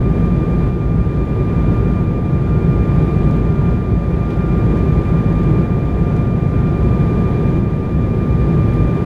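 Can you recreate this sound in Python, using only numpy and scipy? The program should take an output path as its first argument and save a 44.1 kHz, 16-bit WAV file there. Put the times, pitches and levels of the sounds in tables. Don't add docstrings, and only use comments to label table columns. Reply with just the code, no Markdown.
import sys
import numpy as np
from scipy import signal
from scipy.fft import rfft, irfft
from scipy.io import wavfile

SR = 44100
rng = np.random.default_rng(int(sys.argv[2]) if len(sys.argv) > 2 else 0)


def master(y):
    cut = np.clip(np.atleast_2d(y).T, -1, 1)
    pcm = np.round(cut * 32767)
    wavfile.write(sys.argv[1], SR, pcm.astype(np.int16))


N = 399105
TIME = np.arange(N) / SR
FREQS = np.maximum(np.fft.rfftfreq(N, 1 / SR), 1)


def undb(db):
    return 10 ** (np.asarray(db) / 20)


def curve(table, column=1):
    rows = np.array(table)
    return np.interp(TIME, rows[:, 0], rows[:, column])


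def colour(points):
    hz, db = np.transpose(points)
    return np.interp(np.log(FREQS), np.log(hz), db)


def bell(centre_hz, width_hz):
    return 1 / (1 + (2 * (FREQS - centre_hz) / width_hz) ** 2)


def noise(spectrum_db):
    shaped = irfft(rfft(rng.standard_normal(N)) * undb(spectrum_db), N)
    return shaped / np.sqrt(np.mean(shaped ** 2))


def drift(rate_hz):
    return noise(-10 * np.minimum((np.fft.rfftfreq(N, 1 / SR) / rate_hz) ** 2, 20))


def turning(hz, drift_hz, rate_hz):
    wandering_hz = hz + drift_hz * drift(rate_hz)
    return 2 * np.pi * (np.cumsum(wandering_hz) / SR + rng.random())


def rumble(level_db=-14.0, buffet_db=.2):
    # frequency_hz, relative_db
    spectrum = [(10, -29), (21, -11.5), (41, -13), (51, -1.5), (64, 1), (85, -3.6), (104, 0), (176, -.2),
                (205, -7), (262, -11.3), (390, -11.8), (450, -16.1), (640, -26), (1000, -52)]
    # centre_hz, width_hz, lift_db
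    panels = [(135, 9, 1.5), (168, 12, 2), (241, 8, 6), (333, 10, 3), (383, 22, 2), (470, 16, 2.5),
              (565, 30, 2)]
    ringing_db = sum(lift_db * bell(hz, width_hz) for hz, width_hz, lift_db in panels)
    lining_db = -10 * np.log10(1 + (FREQS / 1500) ** 6)
    return noise(colour(spectrum) + ringing_db + lining_db) * undb(level_db + buffet_db * drift(4))


def airflow(level_db=-35.5, flutter_db=.2):
    # frequency_hz, relative_db
    spectrum = [(300, -12), (740, -.6), (1000, -3.6), (1330, -10.5), (1680, -9.5), (2300, -15.8),
                (2900, -22.3), (3500, -22.2), (4100, -28), (4750, -30), (5300, -34.3), (6800, -35),
                (7300, -37.3), (14400, -44.4), (15600, -50)]
    return noise(colour(spectrum)) * undb(level_db + flutter_db * drift(14))


def shafts(shaft_hz=52.66, hum_gain_db=-.5, octave_db=-32.0):
    # time_s, relative_db
    hum_levels = [(0.0, -19.5), (0.8, -25.2), (1.9, -20.5), (2.35, -27.0), (3.1, -22.2), (5.45, -22.2),
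                  (5.85, -35.7), (6.9, -29.4), (7.4, -21.5), (7.8, -33.2), (8.35, -24.4), (9.05, -35.2)]
    phase = turning(shaft_hz, drift_hz=.06, rate_hz=1)
    hum = undb(curve(hum_levels) + hum_gain_db) * np.sin(phase)
    return np.sqrt(2) * (hum + undb(octave_db) * np.sin(2 * phase))


def rotor(blade_hz, harmonics_db, drift_hz, shimmer_db):
    phase = turning(blade_hz, drift_hz, rate_hz=2)
    return np.sqrt(2) * sum(undb(db + shimmer_db * drift(6)) * np.sin(k * phase)
                            for k, db in enumerate(harmonics_db, 1))


def hunting(slowest_s=6.38, swing_hz=1.4, period_s=1.35, width_s=.85):
    since = TIME - slowest_s
    return -swing_hz * np.cos(2 * np.pi * since / period_s) * np.exp(-(since / width_s) ** 2)


def rotors(blade_hz=1190.91, lead_hz=5.3):
    near_harmonics = [-37.3, -50, -70.5, -78, -81.5, -91, -90]
    far_harmonics = [-55, -50, -79, -74.5, -81.5, -84, -89]
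    near = rotor(blade_hz, near_harmonics, drift_hz=.06, shimmer_db=.5)
    far = rotor(blade_hz + lead_hz + hunting(), far_harmonics, drift_hz=.12, shimmer_db=.6)
    return near + far


def fans(pitch_hz=701.1, base_gain_db=.3, first_gain_db=-1.5, second_gain_db=-5.0):
    # time_s, fundamental_relative_db, octave_relative_db
    fan_levels = [(0.0, -47.3, -57.7), (1.1, -53.1, -52.5), (1.9, -43.7, -49.1), (4.4, -43.6, -47.8),
                  (5.4, -47.5, -50.0), (5.9, -40.2, -50.6), (6.7, -40.3, -47.6), (7.2, -39.8, -59.2),
                  (7.9, -51.5, -58.2), (9.05, -56.1, -58.6)]
    early_beat_hz, trough_s = 1.11, 3.13
    late_beat_hz, parting_s = 2.05, 4.93
    beat_cycles = early_beat_hz * (np.minimum(TIME, parting_s) - trough_s)
    beat_cycles += late_beat_hz * np.maximum(TIME - parting_s, 0)
    phase = turning(pitch_hz, drift_hz=.9, rate_hz=2)
    fundamental = undb(curve(fan_levels) + base_gain_db) * np.sin(phase)
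    first_octave = undb(first_gain_db) * np.sin(2 * phase)
    second_octave = undb(second_gain_db) * np.sin(2 * phase + 2 * np.pi * beat_cycles)
    octaves = undb(curve(fan_levels, column=2)) * (first_octave - second_octave)
    return np.sqrt(2) * (fundamental + octaves)


def level_dips(full_db=1.25, fall_s=.05, hold_s=.22, recovery_db_per_s=4.0):
    # start_s, depth_db
    dips = [(-.2, 2.0), (.26, 1.7), (.67, 3.9), (1.76, 1.6), (2.0, 3.1), (3.37, 1.6), (3.72, 3.0),
            (5.63, 2.0), (6.2, 2.1), (7.57, 3.2)]
    sag_db = np.zeros(N)
    for start_s, depth_db in dips:
        fall = np.clip((TIME - start_s) / fall_s, 0, 1)
        regained_db = recovery_db_per_s * np.maximum(TIME - start_s - hold_s, 0)
        sag_db = np.maximum(sag_db, fall * depth_db - regained_db)
    return full_db - sag_db


def trim_ticks(relative_width=1.3):
    # start_s, level_db, decay_s (to -60 dB), centre_hz
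    ticks = [(.257, -52, .035, 5500), (3.309, -49.5, .035, 6000), (4.304, -42.5, .13, 2500),
             (4.333, -46.5, .1, 2400), (4.770, -50, .04, 5600), (5.433, -50, .03, 4800),
             (6.164, -46.5, .035, 5200), (8.735, -54, .07, 8000)]
    ticking = np.zeros(N)
    for start_s, level_db, decay_s, centre_hz in ticks:
        envelope = undb(level_db - 60 * np.abs(TIME - start_s) / decay_s) * (TIME >= start_s)
        ticking += envelope * noise(20 * np.log10(bell(centre_hz, relative_width * centre_hz)))
    return ticking


def scene(rumble_share=.75, whine_share=1.05):
    level_db = level_dips()
    whine = undb(whine_share * level_db) * rotors()
    roar = undb(rumble_share * level_db) * rumble() + undb(level_db) * airflow()
    return (roar + whine + shafts() + fans() + trim_ticks())[None]


def record(dry, notch_hz=7850, notch_width_hz=150, top_hz=15650, fade_s=.006):
    fade = signal.windows.tukey(N, 2 * fade_s * SR / N)
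    notch = signal.iirnotch(notch_hz, notch_hz / notch_width_hz, fs=SR)
    lowpass = signal.ellip(10, .1, 90, top_hz, fs=SR, output="sos")
    return signal.sosfilt(lowpass, signal.lfilter(*notch, dry * fade))


dry = scene()
out = record(dry)
master(out)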